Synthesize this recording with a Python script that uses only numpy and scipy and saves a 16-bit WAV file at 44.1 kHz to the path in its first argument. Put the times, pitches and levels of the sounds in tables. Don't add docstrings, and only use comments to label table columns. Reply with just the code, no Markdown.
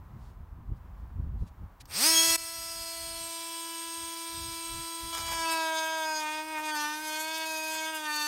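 import sys
import numpy as np
from scipy import signal
from scipy.fft import rfft, irfft, next_fast_len
from scipy.io import wavfile
from scipy.ndimage import uniform_filter1d, map_coordinates

SR = 44100
rng = np.random.default_rng(int(sys.argv[2]) if len(sys.argv) > 2 else 0)


def inscribe(sig):
    pcm = np.round(np.clip(np.atleast_2d(sig).T, -1, 1) * 32767)
    wavfile.write(sys.argv[1], SR, pcm.astype(np.int16))


N = 364707
HOP, POINTS, HARMONICS = 220, 1024, 50
TIME = np.arange(N) / SR
FRAMES = np.arange(N // HOP + 2) * HOP / SR
ORDER = np.arange(1, HARMONICS + 1)


def undb(db):
    return 10 ** (np.asarray(db) / 20)


def curve(table, t):
    s, *columns = np.transpose(table)
    return [np.interp(t, s, c) for c in columns]


def ramp(t, start, length):
    return np.clip((t - start) / length, 0, 1)


def bursts(table):
    return sum(undb(db) * np.exp(-((TIME - s) / length) ** 2) for s, length, db in table)


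def unit(x):
    return x / np.sqrt(np.mean(x ** 2))


def noise(gain_at):
    size = next_fast_len(N)
    hz = np.arange(size // 2 + 1) * SR / size + 1
    spectrum = rfft(rng.standard_normal(size)) * gain_at(hz)
    return unit(irfft(spectrum, size)[:N])


def colour(points, hz):
    f, db = np.transpose(points)
    return undb(np.interp(np.log(hz), np.log(f), db))


def coloured_noise(points):
    return noise(lambda hz: colour(points, hz))


def wander(rate):
    steps = rfft(rng.standard_normal((len(FRAMES), HARMONICS)), axis=0)
    hz = np.arange(len(steps))[:, None] / FRAMES[-1]
    return unit(irfft(steps / (1 + (hz / rate) ** 2), len(FRAMES), axis=0))


def catching(rate):
    spell = np.cumsum(rng.random(len(FRAMES)) < rate * HOP / SR)
    levels = rng.standard_normal((len(FRAMES), HARMONICS))[spell]
    return uniform_filter1d(levels, size=4, axis=0)


def harmonics(table, top_db, fall_db):
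    k, db = np.transpose(table)
    listed = np.interp(ORDER, k, db - db.max())
    return np.where(ORDER <= k[-1], listed, top_db - fall_db * np.log2(ORDER / k[-1]))


def strokes(turns, partials):
    cycles = irfft(np.pad(partials, ((0, 0), (1, 0))), POINTS) * POINTS / np.sqrt(2)
    cycles = np.hstack([cycles, cycles[:, :1]])
    return map_coordinates(cycles, [np.arange(N) / HOP, turns % 1 * POINTS], order=1)


def pulsing(turns, depth):
    return unit(np.exp(depth * np.cos(2 * np.pi * turns)))


# f/Hz, level/dB (relative)
STREET_COLOUR = [(30, -45), (200, -2), (500, -6.5), (1000, 1.5), (1500, -7.5), (2500, -18.5), (4500, -26.5),
                 (10000, -31.5), (15000, -23.5)]


def street():
    swell_db = np.interp(TIME, FRAMES, wander(1)[:, 0])
    return coloured_noise(STREET_COLOUR) * undb(swell_db - 61.5)


# f/Hz, level/dB (relative)
WIND_COLOUR = [(20, -22), (48, 0), (90, -5), (200, -20), (400, -36), (4000, -110)]
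# t/s, level/dB (before the flutter)
BREEZE = [(0, -48), (1.35, -40.5), (1.55, -55.5), (2.0, -56.5), (2.3, -62), (3.2, -64), (3.6, -76.5),
          (5.2, -72), (5.9, -88), (6.45, -73), (7.7, -93)]
# t/s, half length/s, level/dB (before their flutter and a 2.5 dB cut)
GUSTS = [(.72, 0.019, -32), (1.2, 0.033, -29.5), (1.34, 0.061, -36.5), (1.425, 0.012, -21.5),
         (1.63, 0.032, -36.5), (2.8, 0.035, -52), (3.1, 0.091, -53.5), (4.03, .04, -53),
         (4.45, 0.093, -44.5), (4.76, 0.064, -44), (5.05, 0.029, -45), (5.28, .12, -44)]
FLUTTER_HZ, FLUTTER_DB = 8.6, 3.5


def wind():
    rumble = coloured_noise(WIND_COLOUR)
    rumble = rumble / np.sqrt(uniform_filter1d(rumble ** 2, size=2205))
    flutter = np.interp(TIME, FRAMES, wander(FLUTTER_HZ)[:, 0])
    breeze = undb(curve(BREEZE, TIME)[0] + FLUTTER_DB * flutter)
    puffs = bursts(GUSTS) * undb(1.5 * flutter - 2.5)
    return rumble * (breeze + puffs)


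# f/Hz, level/dB (relative)
CLOTH_COLOUR = [(200, -20), (1000, -5), (4000, 6), (7000, 0.5), (10500, -2), (14000, -11)]
# t/s, half length/s, level/dB
RUSTLES = [(.26, .069, -70.5), (.77, .015, -75), (1.0, .04, -79), (1.42, .04, -72), (1.48, 0.014, -65),
           (1.812, .008, -49.5)]


def rustles():
    return coloured_noise(CLOTH_COLOUR) * bursts(RUSTLES)


# f/Hz, level/dB (relative)
RATTLE_COLOUR = [(100, -29), (480, -25), (850, -13), (1400, -5), (2600, -4), (4000, -0.5), (5200, 3),
                 (6800, -4.5), (8400, -3), (10000, -37), (11500, -0.5), (13400, -3.5), (14300, -4),
                 (15500, -3.5)]
CLICK_S, CLICK_DB = 1.855, -50


def click():
    decay = np.exp(-np.abs(TIME - CLICK_S) / 0.0051) * (TIME > CLICK_S)
    return coloured_noise(RATTLE_COLOUR) * undb(CLICK_DB) * decay


# t/s, strokes per second f/Hz (before it wavers)
PUSHED_SPEED = [(5.39, 330), (5.77, 319.3), (5.95, 320.3), (6.26, 306), (6.51, 314.3), (6.6, 306),
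                (6.62, 309.8), (6.73, 306.4), (6.77, 299.2), (6.85, 298.2), (7.03, 310.5), (7.13, 309.1),
                (7.35, 319.9), (7.44, 319.2), (7.6, 314.3), (7.91, 317.4), (8.1, 301.4), (8.27, 298.6)]
FREE_HZ = 332
START_S, RAMP_HZ_PER_S = 1.862, 1630
CREEP_HZ, CREEP_S = 8.5, .17
EASE_HZ = 14
BITE_S, BITE_TAKES_S = 5.233, 0.45


def since_full_ramp():
    return np.maximum(TIME - START_S - FREE_HZ / RAMP_HZ_PER_S, 0)


def motor():
    rising = RAMP_HZ_PER_S * (TIME - START_S)
    held, = curve([(BITE_S, FREE_HZ)] + list(PUSHED_SPEED), TIME)
    waver = 0.16 * np.sin(2 * np.pi * 17.0 * TIME)
    waver = waver + 0.2836 * np.interp(TIME, FRAMES, wander(25.5)[:, 0])
    held = held - CREEP_HZ * np.exp(-since_full_ramp() / CREEP_S) + waver
    return np.maximum(-EASE_HZ * np.logaddexp(-rising / EASE_HZ, -held / EASE_HZ), 0)


# t/s, level/dB (at free speed, before the drop)
HUM = [(2.08, -38.5), (2.6, -47), (3.7, -36), (5.1, -35.5), (5.25, -41), (5.5, -28.5), (5.9, -36),
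       (6.75, -29.5), (7.3, -34.5), (8.27, -32.5)]


def body(turns, speed):
    hum = np.sqrt(2) * np.cos(2 * np.pi * turns)
    return hum * (speed / FREE_HZ) ** 2 * undb(curve(HUM, TIME)[0])


# multiple, level/dB (relative)
STARTING = [(1, -6.5), (2, -5), (3, -2.5), (4, -2.5), (5, -7.5), (6, -3.5), (7, -3.5), (8, -2), (9, -8),
            (10, -5), (11, -9), (12, -10), (13, 1), (14, -4), (15, 2), (16, -4.5), (17, 1), (18, -5.5),
            (19, -5), (20, -5), (21, -7), (22, -17), (23, -9), (24, -1.5)]
# multiple, level/dB (relative)
FREE = [(1, -6), (2, -11), (3, 2.5), (4, -5.5), (5, -12), (6, -15.5), (7, -10), (8, -7.5), (9, -5.5),
        (10, -1), (11, -12), (12, -6.5), (13, -12.5), (14, -9), (15, -5), (16, -8.5), (17, -11.5),
        (18, -12.5), (19, -23), (20, -9.5), (21, -28), (22, -14), (23, -13), (24, -16), (25, -4.5),
        (26, -5.5), (27, -10.5), (28, -18)]
# t/s, f/Hz, lift/dB
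ECHO = [(2.05, 4960, 4.5), (2.3, 5900, 3.5), (2.5, 5900, 0), (2.8, 4687, 7.5), (3.3, 4070, 6),
        (4.2, 3305, -2.5)]
TURN_S, TURN_TAKES_S = 2.4, 1.25
FACING_DB = 7.5


def buzz(turns, speed):
    hz = np.maximum(np.interp(FRAMES, TIME, speed), 1)[:, None] * ORDER
    lowered = ramp(FRAMES, TURN_S, TURN_TAKES_S)[:, None]
    first = np.interp(hz / FREE_HZ, ORDER, harmonics(STARTING, -7.0, 5.8))
    later = np.interp(hz / FREE_HZ, ORDER, harmonics(FREE, -20.0, 3.8))
    echo_hz, echo_db = (c[:, None] for c in curve(ECHO, FRAMES))
    db = (1 - lowered) * first + lowered * later
    db = db + echo_db * np.exp(-(np.log(hz / echo_hz) / 0.093) ** 2)
    db = db + FACING_DB * np.sin(np.pi * lowered) * (ORDER == 2)
    db = db + 2.66 * wander(0.78) * np.minimum(ORDER / 6, 1)
    gains = undb(db) * (ORDER > 1)
    gains = gains / np.linalg.norm(gains, axis=1, keepdims=True)
    shake = np.minimum(ORDER * 0.023, .55) * (wander(34) + 1j * wander(5.8))
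    lag = np.minimum(ORDER * 0.27 + 2 * (1 - lowered), 2.4) * rng.standard_normal(HARMONICS)
    treble_cut = 1 + (hz / 13500) ** 20
    return strokes(turns, gains * (1 + shake) * np.exp(1j * lag) / treble_cut)


def rattle(turns):
    return coloured_noise(RATTLE_COLOUR) * pulsing(turns, 0.24) * pulsing(2 * turns, 0.2)


# f/Hz, width/Hz, level/dB (relative, before dividing by root width)
STEEL = [(5460, 290, -10), (7100, 70, -28.5), (8400, 20, 1.5), (8700, 32, 1), (9100, 29, -3),
         (11000, 180, -3.5), (12941, 25, -25)]


def resonances(hz):
    return sum(undb(db) / np.sqrt(w) / (1 + (2 * (hz - f) / w) ** 2) ** 0.6 for f, w, db in STEEL)


def ring():
    return noise(resonances)


# t/s, half length/s, level/dB (rms of each tone, before the drop)
SQUEALS = [(2.188, 0.039, -26), (2.255, 0.012, -35), (2.3, 0.014, -33.5)]


def squeal(turns):
    angle = 2 * np.pi * turns
    return np.sqrt(2) * (np.sin(10 * angle) + np.sin(20 * angle)) * bursts(SQUEALS)


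BUZZ_DB, BUZZ_POWER = -26.5, 2.3
RATTLE_DB, RATTLE_POWER = -31, 1.83
STRAIN_BUZZ_DB, STRAIN_RATTLE_DB, STRAIN_S = 3.5, 5.5, 0.063
GRIP_S, GRIP_TAKES_S, GRIP_BUZZ_DB, GRIP_RATTLE_DB = 5.53, 0.3, -13.5, -5


def drive(turns, speed):
    pace, gripped = speed / FREE_HZ, ramp(TIME, GRIP_S, GRIP_TAKES_S)
    strain = np.exp(-since_full_ramp() / STRAIN_S)
    buzz_db = BUZZ_DB + STRAIN_BUZZ_DB * strain + GRIP_BUZZ_DB * gripped
    rattle_db = RATTLE_DB + STRAIN_RATTLE_DB * strain + GRIP_RATTLE_DB * gripped
    buzzing = buzz(turns, speed) * pace ** BUZZ_POWER * undb(buzz_db)
    rattling = (rattle(turns) + undb(-2.0) * ring()) * pace ** RATTLE_POWER * undb(rattle_db)
    return buzzing + rattling + squeal(turns)


def zones(hz):
    above = [1 / (1 + (edge / hz) ** 20) for edge in (1400, 3000, 7500)]
    return -np.diff([np.ones_like(hz), *above, np.zeros_like(hz)], axis=0)


# multiple, level/dB (relative)
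LIGHT = [(1, -9), (2, -4), (3, 2.5), (4, -12), (5, 0.5), (6, -13), (7, -10.5), (8, -4), (9, -13.5),
         (10, -8.5), (11, -4.5), (12, -9.5), (13, -13), (14, -6.5), (15, -7), (16, -5), (17, -15.5),
         (18, -17), (19, -10.5), (20, -13.5), (21, -9.5), (22, -15.5)]
# multiple, level/dB (relative)
HARD = [(1, -8), (2, -16), (3, 1.5), (4, -2.5), (5, -0.5), (6, -1), (7, -20), (8, -5.5), (9, -7), (10, -16),
        (11, -16), (12, -11), (13, -19), (14, -16), (15, -8.5), (16, -24.5), (17, -15), (18, -35)]


def tooth_harmonics(load, bite):
    load, bite = load[:, None], bite[:, None]
    biting = (1 - load) * harmonics(LIGHT, -27.0, 7.8) + load * harmonics(HARD, -18.0, 2.5)
    skating = harmonics(FREE, -27, 5.1) + 11 * np.exp(-((ORDER * FREE_HZ - 3400) / 300) ** 2)
    db = bite * biting + (1 - bite) * skating
    db = db + (4.26 * catching(7) + 2.0 * wander(19)) * np.minimum(ORDER / 8, 1)
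    return undb(db) * (ORDER > 1) / (1 + (ORDER / 46) ** 10)


def tooth_phases(bite):
    slow = np.minimum(ORDER * 0.18 + (1 - bite[:, None]), 1.6) * wander(1.83)
    return slow + np.minimum(ORDER * 0.026, .6) * wander(31)


# f/Hz, level/dB (relative)
SAWDUST_COLOUR = [(100, -10), (450, -10), (850, 2), (2600, -4), (4500, -15), (7000, -5), (8500, -8),
                  (10000, -12), (12000, -4.5), (15500, -19)]
# t/s, force of the teeth level/dB, treble level/dB
CUT = [(5.13, -38, -34.5), (5.21, -39, -36), (5.54, -30.5, -33.5), (5.72, -32, -40.5), (5.77, -32, -35.5),
       (5.91, -34, -40.5), (6.06, -32.5, -39), (6.21, -35, -38), (6.23, -34.5, -43), (6.41, -36.5, -46),
       (6.45, -43, -53), (6.58, -34, -50.5), (6.62, -38, -53), (6.66, -34, -39), (6.83, -34.5, -37.5),
       (7.02, -41, -46), (7.08, -37, -40), (7.9, -35.5, -39), (7.92, -38, -46), (7.95, -37, -41),
       (8.02, -39.5, -44.5), (8.09, -35, -40), (8.16, -36, -35), (8.27, -37, -34.5)]
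# level/dB against the cut, change at full load/dB,
# change per second of cutting/dB, extra rasp/dB
PARTS = [(-.5, 1, -0.93, -8), (-5, 1.5, .8, -7.5), (-1.5, 0.5, -0.4, -0.5), (-11.5, -0.5, 1.35, 8)]
# t/s, half length/s, level/dB (before the stutter)
SPURTS = [(5.52, .015, -35), (7.08, 0.13, -47), (7.21, .03, -43), (7.73, 0.038, -45), (7.96, 0.023, -46)]
# t/s, half length/s, level/dB (before pulsing and chips)
SPLINTERS = [(5.19, .02, -43), (5.28, .016, -44), (5.325, .02, -39), (5.53, .02, -42), (6.59, .025, -46),
             (6.76, .015, -44), (7.75, .02, -43)]
TOUCH_S = 5.125
SKATE_DB, SKATE_TREBLE_DB = -3, -6
DIG_HZ, DIG_RANGE_HZ = 310, 8
RASP_DB, FIRM_DB, RASP_SLOPE, SKATE_RASP_DB = -13.5, -35, 0.93, 6


def cut(turns):
    hz, = curve(PUSHED_SPEED, FRAMES)
    load = np.clip((DIG_HZ - hz) / DIG_RANGE_HZ, 0, 1)
    bite = ramp(FRAMES, BITE_S, BITE_TAKES_S)
    gains, phases = tooth_harmonics(load, bite), tooth_phases(bite)
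    force_db, treble_db = curve(CUT, FRAMES)
    rasp_base_db = RASP_DB + RASP_SLOPE * (FIRM_DB - force_db) + SKATE_RASP_DB * (1 - bite)
    low_db = force_db + SKATE_DB * (1 - bite)
    high_db = treble_db + SKATE_TREBLE_DB * (1 - bite)
    cutting_s = np.maximum(FRAMES - TOUCH_S, 0)
    stutter = undb(wander(24) * np.minimum(ORDER * 0.53, 2.2)).T
    partials, dust = 0, 0
    for part, (own_db, load_db, per_s_db, rasp_db) in enumerate(PARTS):
        level_db = (low_db if part < 2 else high_db) + own_db + load_db * load + per_s_db * cutting_s
        rough = undb(rasp_base_db + rasp_db)
        is_hiss = part == len(PARTS) - 1
        sizzle = np.interp(FRAMES, TIME, bursts(SPURTS)) if is_hiss else 0
        tone = np.hypot(undb(level_db), sizzle) * stutter[part] / np.sqrt(1 + rough ** 2)
        share = gains * zones(ORDER * np.mean(hz))[part]
        partials = partials + share / np.linalg.norm(share, axis=1, keepdims=True) * tone[:, None]
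        part_dust = noise(lambda f: colour(SAWDUST_COLOUR, f) * zones(f)[part])
        dust = dust + part_dust * np.interp(TIME, FRAMES, tone * rough)
    dust = dust + coloured_noise(SAWDUST_COLOUR) * bursts(SPLINTERS)
    chip_spread_db = np.interp(TIME, FRAMES, 3.8 - 4.5 * bite)
    chips = undb(rng.standard_normal(N // 100)[turns.astype(int)] * chip_spread_db)
    knocks = strokes(turns, partials * np.exp(1j * phases))
    return (knocks + dust * pulsing(turns, 0.11) * chips) * ramp(TIME, TOUCH_S, .005)


DROP_S, DROP_DB = 2.366, -14


def scene():
    speed = motor()
    turns = np.cumsum(speed) / SR
    drop = undb(np.interp(TIME - DROP_S, [-.006, .004, .014], [0, DROP_DB - 11, DROP_DB]))
    surroundings = street() + rustles() + click()
    tool = drive(turns, speed) + body(turns, speed)
    return ((surroundings + tool) * drop + wind() + cut(turns))[None]


TOP_HZ = 15750


def record(dry):
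    return signal.sosfilt(signal.ellip(12, .2, 90, TOP_HZ, fs=SR, output="sos"), dry)


dry = scene()
out = record(dry)
inscribe(out)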